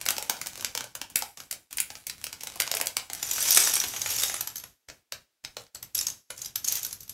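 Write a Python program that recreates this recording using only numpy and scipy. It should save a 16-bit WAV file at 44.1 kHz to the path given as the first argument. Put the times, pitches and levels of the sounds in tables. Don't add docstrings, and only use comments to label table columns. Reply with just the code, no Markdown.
import sys
import numpy as np
from scipy import signal
from scipy.fft import rfft, irfft, next_fast_len
from scipy.io import wavfile
from scipy.ndimage import uniform_filter1d, map_coordinates

SR = 44100
rng = np.random.default_rng(int(sys.argv[2]) if len(sys.argv) > 2 else 0)


def wav_out(sig):
    wavfile.write(sys.argv[1], SR, np.round(np.clip(np.atleast_2d(sig).T, -1, 1) * 32767).astype(np.int16))


N = 314433

# freq_hz, level_db
ROOM_TONE_EQ = [(20, -16.5), (50, 0.5), (110, -4.5), (250, -6.5), (800, -22), (2500, -20), (8000, -24.5),
                (16000, -40.5)]
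# freq_hz, level_db
RUMBLE_EQ = [(25, -14.5), (48, -13), (75, -5), (115, 1.5), (170, -10.5), (300, -26.5)]
# time_s, level_db
RUMBLE_LEVELS = [(0, -60), (.85, -60), (1.3, -69), (3.1, -60), (4.1, -52.5), (4.6, -62.5), (5.95, -56.5),
                 (6.3, -61.5), (6.7, -60), (7.13, -57)]
# freq_hz, t60_s
ROOM_DECAY = [(300, 0.44), (2000, 0.24), (6000, 0.14), (15000, 0.099)]
# time_s, level_db
CRACKLE_LEVELS = [(0.0, -45.5), (0.68, -55), (1.12, -65), (1.41, -61.5), (1.56, -66), (1.8, -54),
                  (2.18, -58), (2.28, -55), (2.58, -50), (2.8, -49), (2.93, -62), (3.1, -55), (3.3, -43),
                  (3.5, -87), (5.4, -85), (5.6, -50), (5.75, -70)]
# freq_hz, level_db
CRACKLE_EQ = [(120, -40.5), (200, -5.5), (424, -6), (612, -1), (1270, -0.5), (1500, 0), (6880, 3),
              (13600, -5), (16000, -16.5)]
# start_s, level_db, relative_hollow_db, relative_treble_db
SNAP_CUES = [(0.014, -12, -13.5, 0.5), (0.0557, -19.5, -8, 8.5), (0.0638, -2.5, -12, -3),
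             (0.0878, 3.5, -16, -2.5), (0.1067, -6, -6, 7.5), (0.1672, -10, -8.5, -7.5),
             (0.1827, -5, -6.5, -3), (0.2259, -11.5, -9, 3.5), (0.298, 1.5, -7, 0.5),
             (0.3687, -18, -4, -15.5), (0.4153, -8, -11, -0.5), (0.4612, -14.5, -7, -2),
             (0.4706, -10.5, -14, 4), (0.5768, -19, -5, 0.5), (0.5968, -17.5, -6, -12),
             (0.6098, -14.5, -14, 1), (0.6254, -16.5, -3.5, -2), (0.6475, -1, -14.5, -3.5),
             (0.7518, -4.5, -8, -4), (0.7764, -4, -14, -4), (0.8084, -8.5, -5.5, -6.5),
             (0.8423, -17, -2.5, 1), (0.953, -11, -8, 2.5), (1.0161, -6.5, -10, -6),
             (1.1012, -27.5, -8, 7.5), (1.1589, 2, -21, 5.5), (1.1705, -17.5, -15, 10),
             (1.1901, -19, -5, 13), (1.2233, -6, -3.5, -4.5), (1.374, -15, -12, -5),
             (1.4031, -15, -8.5, -7), (1.456, -37, -19, 6), (1.5121, -8.5, -27, 5),
             (1.5272, -11.5, -12.5, 2), (1.71, -22.5, -14, 0.5), (1.7289, -16, -13.5, 5),
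             (1.7723, -17.5, -9.5, 14.5), (1.7848, -3.5, -23, -6.5), (1.8029, -4.5, -23, 9.5),
             (1.9038, -13, -6.5, -10), (1.9544, -15, -14, -16), (2.069, -11, -18, 7),
             (2.0983, -7.5, -28, -5), (2.242, -8.5, -16, 1.5), (2.2679, -11, -12, -3.5),
             (2.3291, -11.5, -13.5, -3.5), (2.4091, -14.5, -20, -3), (2.4355, -13.5, -8.5, 3.5),
             (2.472, -9.5, -13.5, -3), (2.5587, -20, 0, 4), (2.6021, 2.5, -13.5, -0.5),
             (2.6089, -6, -8, 2.5), (2.6209, -3, -21, -3), (2.6768, -7, -9, -10), (2.7158, -1, -12.5, -1.5),
             (2.7404, -4.5, -5.5, -13), (2.7509, -12, -0.5, 10.5), (2.7703, -5.5, -20, 1.5),
             (2.8011, -9.5, -3, -1), (2.8135, -1.5, -8, 1.5), (2.859, -20, -27, 12), (2.8709, -3.5, -17, 3),
             (2.969, 1, -12.5, -1), (2.998, -15.5, -14, -16.5), (3.1003, -10.5, -5.5, -5.5),
             (3.1335, -11.5, -24, 5.5), (3.1503, -15, -26, 2), (4.887, -16, -10, -9.5),
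             (4.9003, -17, -8, -19), (5.1232, -5, -11.5, -6), (5.441, -22.5, -8.5, -8.5),
             (5.4494, -8.5, -17.5, -13), (5.569, -8, -4.5, -10), (5.6669, -24, -13, -15)]
# freq_hz, level_db
SNAP_EQ = [(700, -31), (1500, -8), (2300, -2), (3500, -5), (6800, 0), (12000, -1.5), (16000, -5.5)]
# pitch_hz, half_width_hz, level_db
BAG_MODES = [(314, 88, -8), (639, 170, 0.5), (876, 167, 0.5), (1256, 390, 1)]
# pitch_hz, width_hz, level_db
BRICK_MODES = [(2580, 108, -18), (3840, 52, -2.5), (5390, 47, -2), (6534, 14, -5), (6040, 70, 12),
               (8480, 60, -7.5), (9800, 54, -11), (11270, 41, -0.5), (11500, 24, 7.5), (12800, 200, -19),
               (13200, 86.7, -11.5)]
# freq_hz, level_db
SCRAPE_EQ = [(1470, -36), (2500, -8), (4760, 4), (5870, 6.5), (7650, 5), (8600, 1), (14000, 0), (16000, -8)]
# freq_hz, level_db
TABLE_EQ = [(120, -27.5), (300, -12), (800, -8), (1100, -8.5), (1550, -6.5), (2800, -6.5), (4200, -10),
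            (6600, -120)]
# start_s, peak_s, end_s, peak_db, jingle_hz
SURGE_CUES = [(3.15, 3.57, 3.98, -22.5, 5820), (3.8, 4.18, 4.51, -29.5, 6745),
              (5.938, 5.969, 6.2, -38, 6490), (6.297, 6.421, 6.57, -46, 5650),
              (6.606, 6.71, 6.98, -34, 6520)]
# start_s, level_db, pitch_hz, relative_knock_db
CLICK_CUES = [(3.2294, 0.5, 7100, -11), (3.3135, 2.5, 6980, -15.5), (3.3347, -3.5, 12200, -23),
              (3.382, -12, 12300, 3), (3.4598, -13.5, 6400, 1.5), (3.486, 1, 6200, -12),
              (3.508, 9.5, 13700, -32), (3.5242, 3, 8700, -24), (3.5483, 8, 8400, -31),
              (3.5587, 3, 9100, -24), (3.5647, 7, 10540, -16), (3.5737, 13, 8500, -9.5),
              (3.603, 6, 8480, -21), (3.6741, 0, 5680, -5.5), (3.7387, 4, 10900, -14),
              (3.7557, 3.5, 8460, -24), (3.7674, -1, 5740, -5.5), (3.8021, 3.5, 5900, -30.5),
              (3.8152, -6, 5600, -6), (3.8393, -3, 4130, -3.5), (3.9388, -17.5, 5900, 4),
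              (3.9644, -7.5, 6300, -3.5), (4.0181, 0, 6430, -14), (4.061, -5.5, 6840, -1.5),
              (4.103, -8, 10960, -8), (4.1862, -1.5, 5620, -16), (4.199, -3, 7060, -19),
              (4.222, -11, 6600, 0.5), (4.298, -5.5, 10800, -4.5), (4.3429, -4, 8950, -6),
              (4.3653, -11, 10800, -8), (4.4099, 1, 12000, -15), (4.4749, -3.5, 11800, -13.5),
              (4.502, -17, 7400, -14), (4.5585, -6.5, 12200, -19.5), (4.5683, -9.5, 6360, -32),
              (4.582, -10.5, 11700, -22), (4.6, -16, 11470, -16), (4.639, -15, 11260, -6.5),
              (5.749, -9.5, 7730, -16), (5.757, -15.5, 4420, -7), (5.8287, -9, 12060, -14),
              (5.9496, 0, 11320, -30), (5.9528, 0, 12800, -20.5), (5.9798, -1.5, 11030, -37),
              (5.9906, 2, 5350, -25), (6.0124, 0, 7120, -19), (6.03, -9, 6440, -26), (6.0693, 2, 6550, -21),
              (6.085, -6.5, 6370, -13), (6.1023, -6.5, 6520, -20), (6.3049, -8, 10770, -3.5),
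              (6.3791, -13.5, 7246, -28), (6.419, -5.5, 6830, -31), (6.448, -11, 4880, -26),
              (6.4598, -6, 5800, -24), (6.5587, 3, 12140, -18.5), (6.646, -3.5, 6300, -19),
              (6.6492, -4, 6500, -39), (6.679, -0.5, 6840, -41), (6.6845, 4.5, 6520, -29),
              (6.724, 3.5, 12120, -37), (6.7555, -1, 14100, -32), (6.7724, -4.5, 6430, -28),
              (6.8319, -5, 11800, -42), (6.8499, -1.5, 11860, -21), (6.8655, -8, 12000, -20),
              (6.9106, -14.5, 6440, -16), (6.9292, -7, 11040, -20), (7.0068, -13.5, 12120, -37),
              (7.032, -18, 11900, -22), (7.0798, -17.5, 12800, -11), (7.096, -7, 11510, -22)]
# freq_hz, level_db
SIDE_EQ = [(60, -25), (110, -15.5), (200, -20.5), (380, -17), (700, -20), (1290, -26), (2380, -45.5),
           (4400, -30.5), (8120, -21.5), (15000, -20)]
# freq_hz, gain_db
TOP_CUT_EQ = [(14000, 0.5), (15700, -1.5), (15900, -12), (16250, -21.5), (16900, -38)]


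def amp(db):
    return 10 ** (np.asarray(db) / 20)


def unit(x):
    return x / np.sqrt(np.mean(x ** 2) + 1e-20)


def even(rows):
    return rows / np.linalg.norm(rows, axis=1, keepdims=True)


def along(points, hz):
    freqs, values = np.transpose(points)
    return np.interp(np.log(hz + 1), np.log(freqs + 1), values)


def fader(points):
    return amp(np.interp(np.arange(N) / SR, *np.transpose(points), right=-120))


def filtered(x, response):
    size = next_fast_len(N + SR // 2)
    return irfft(rfft(x, size) * response(np.fft.rfftfreq(size, 1 / SR)), size)[..., :N]


def coloured(x, eq):
    cepstrum = irfft(np.log(amp(along(eq, np.fft.rfftfreq(2048, 1 / SR))) + 1e-4))
    cepstrum[1:1024] *= 2
    cepstrum[1025:] = 0
    kernel = irfft(np.exp(rfft(cepstrum)))
    return signal.fftconvolve(x, kernel / np.linalg.norm(kernel))[:N]


def place(start_s, rows):
    at = np.round(np.asarray(start_s) * SR).astype(int)[:, None] + np.arange(rows.shape[1])
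    return np.bincount(at.ravel(), rows.ravel(), N + SR)[:N]


def bursts(count, t60_s, rise_s, spike):
    t = np.arange(-132, 768) / SR
    swell = np.exp(t / np.clip(rise_s, 1e-4, .002))
    decay = amp(-60 * t / np.clip(t60_s, .002, .05))
    noise = rng.standard_normal((count, len(t)))
    return (noise + spike * (t == 0)) * np.where(t < 0, swell, decay)


def rings(hz, width_hz, attack_s):
    t = np.arange(700) / SR
    return np.sin(2 * np.pi * hz * t) * np.exp(-np.pi * width_hz * t) * (1 - np.exp(-t / attack_s))


def swarm(count, spread_db):
    draw = rng.random((count, 2))
    return draw[:, 0] * N / SR, amp(-spread_db * np.log(1 - draw[:, 1]))[:, None]


def background():
    tone = amp(-59.5) * unit(coloured(rng.standard_normal(N), ROOM_TONE_EQ))
    rumble = fader(RUMBLE_LEVELS) * unit(coloured(rng.standard_normal(N), RUMBLE_EQ))
    return tone + rumble


def room_reverb(x):
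    wet, step = np.zeros(N + SR), SR // 10
    for start in range(0, N, step):
        hz, t, noise = signal.stft(rng.standard_normal(SR * 3 // 5), SR, nperseg=256)
        decay = amp(-60 * t / along(ROOM_DECAY, hz)[:, None]) + amp(-18.5 - 60 * t / 1.5)
        tail = signal.istft(noise * decay, SR, nperseg=256)[1]
        echo = signal.fftconvolve(x[start:start + step], tail / np.linalg.norm(tail))
        wet[start + 220:][:len(echo)] += echo
    table_bounce = np.pad(wet, (round(.0013 * SR), 0))
    return wet[:N] + 0.15 * table_bounce[:N]


def bag_crackle():
    times, sizes = swarm(count=2500, spread_db=3.5)
    ticks = place(times, sizes * bursts(len(times), t60_s=0.01, rise_s=0.00094, spike=19))
    return fader(CRACKLE_LEVELS) * unit(coloured(ticks, CRACKLE_EQ))


def bag_snaps():
    start_s, level_db, hollow_db, treble_db = np.transpose(SNAP_CUES)[:, :, None]
    t60_s = 0.024 * amp(-0.24 * (level_db + 17))
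    burst = bursts(len(start_s), t60_s, rise_s=0.001, spike=7.4)
    hz = np.fft.rfftfreq(burst.shape[1], 1 / SR)
    spectrum = rfft(burst) * amp(along(SNAP_EQ, hz))
    crossover = along([(5500, 0), (9000, 1)], hz)
    body = even(irfft(spectrum * (1 - crossover)))
    treble = even(irfft(spectrum * crossover))
    hollow = 0
    for pitch, half_width, mode_db in BAG_MODES:
        band = signal.butter(2, [pitch - half_width, pitch + half_width], "band", fs=SR, output="sos")
        hollow += amp(mode_db + rng.normal(0, 4.3, start_s.shape)) * even(signal.sosfilt(band, burst))
    snaps = body + amp(treble_db) * treble + amp(hollow_db) * even(hollow)
    return place(start_s[:, 0] - .003, amp(level_db) * snaps)


def surge_db(depth_db=27.5, roundness=1.47):
    t, gain = np.arange(N) / SR, 0
    for start_s, peak_s, end_s, peak_db, _ in SURGE_CUES:
        off_peak = np.interp(t, [start_s, peak_s, end_s], [1, 0, 1], left=9, right=9)
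        gain += amp(peak_db - depth_db * off_peak ** roundness)
    return 20 * np.log10(gain + 1e-9)


def brick_jingle():
    times, sizes = swarm(count=2500, spread_db=2)
    start_s, jingle_hz = np.transpose(SURGE_CUES)[[0, 4]]
    surge = np.maximum(np.searchsorted(start_s + .15, times) - 1, 0)
    pitch = jingle_hz[surge, None] * (1 + .006 * rng.standard_normal((len(times), 1)))
    pings = rings(pitch, width_hz=38, attack_s=.0007)
    pings += 0.48 * rings(1.6 * pitch, width_hz=76, attack_s=.0007)
    return amp(surge_db() - 11.5) * unit(place(times, sizes * pings))


def brick_slide():
    rattle_db = surge_db()
    table_db = np.where(rattle_db > -75, -53.5 + 0.79 * (rattle_db + 40.5), rattle_db)
    times, sizes = swarm(count=5500, spread_db=2)
    modes = np.array(BRICK_MODES)[rng.integers(len(BRICK_MODES), size=len(times))]
    mode_hz, width_hz, mode_db = modes.T[:, :, None]
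    pitch = mode_hz * (1 + 0.069 * rng.standard_normal(mode_hz.shape))
    ringing = unit(place(times, sizes * amp(mode_db) * rings(pitch, width_hz + 80, attack_s=0.00053)))
    contacts = place(times, sizes * bursts(len(times), t60_s=0.024, rise_s=0.0034, spike=1.2))
    scrape = unit(coloured(contacts, SCRAPE_EQ))
    table = unit(coloured(contacts, TABLE_EQ))
    return amp(rattle_db) * (amp(-8) * ringing + amp(-3.5) * scrape) + amp(table_db) * table


def brick_hits(start_s, level_db, pitch_hz, knock_db):
    scatter = rng.standard_normal((len(start_s), len(BRICK_MODES) + 1, 2))
    wall = rings(pitch_hz, width_hz=120, attack_s=0.0014)
    far_wall = rings(pitch_hz * (1 + 0.046 * scatter[:, -1, :1]), width_hz=220, attack_s=.0004)
    shared = 0
    for k, (mode_hz, width_hz, mode_db) in enumerate(BRICK_MODES):
        detuned_hz = mode_hz * (1 + 0.024 * scatter[:, k, 1:])
        shared += amp(mode_db + 5 * scatter[:, k, :1]) * rings(detuned_hz, width_hz + 90, attack_s=0.0045)
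    ring = amp(-4.5) * even(wall + 0.61 * far_wall) + amp(-10) * even(shared)
    crack = even(bursts(len(start_s), t60_s=0.019, rise_s=0.0034, spike=2.3))
    knock = even(bursts(len(start_s), t60_s=0.026, rise_s=0.0024, spike=1.6))
    times = start_s[:, 0]
    return (place(times - .001, amp(level_db) * ring)
            + coloured(place(times - .003, amp(level_db - 5) * crack), SCRAPE_EQ)
            + coloured(place(times - .003, amp(level_db + knock_db) * knock), TABLE_EQ))


def brick_clicks(strays_per_s=45):
    when, force, pitch, knock = rng.random((round(strays_per_s * N / SR), 4)).T[:, :, None]
    strays = brick_hits(start_s=.01 + when * (N / SR - .01), level_db=10 * force,
                        pitch_hz=6000 * 2 ** (1.1 * pitch), knock_db=-30 + 16 * knock)
    cued = brick_hits(*np.transpose(CLICK_CUES)[:, :, None])
    return cued + amp(surge_db() - 6) * unit(strays)


def scene():
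    close = bag_snaps() + bag_crackle() + brick_clicks() + brick_slide() + brick_jingle()
    mix = close + amp(-6.5) * room_reverb(close) + background()
    return np.array([mix, mix])


def noise_gate(x, threshold_db, release_s, attack_s):
    now = np.arange(N)
    last_peak = np.maximum.accumulate(np.where(np.abs(x) > amp(threshold_db), now, 0))
    quiet_s = (now - last_peak) / SR
    fade = np.clip(1 - quiet_s / release_s, 0, 1) ** 1.41
    floors = amp([-39 - 20 * quiet_s, -15 - 25 * quiet_s])
    bass_gain, treble_gain = np.minimum(uniform_filter1d(fade + floors, round(attack_s * SR)), 1)
    bass = filtered(x, lambda hz: 1 / (1 + (hz / 350) ** 4))
    return bass * bass_gain + (x - bass) * treble_gain


def record(dry):
    mid = noise_gate(dry[0], threshold_db=-30.5, release_s=0.14, attack_s=0.014)
    mid = mid / (1 + np.abs(mid) ** 10) ** (1 / 10)
    flicker = map_coordinates(rng.standard_normal(N // 250 + 4), [np.arange(N) / 250])
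    side = filtered(mid * flicker, lambda hz: amp(along(SIDE_EQ, hz)))
    stereo = np.array([mid + side, mid - side])
    return filtered(stereo, lambda hz: amp(along(TOP_CUT_EQ, hz)) * (hz < 16974))


dry = scene()
out = record(dry)
wav_out(out)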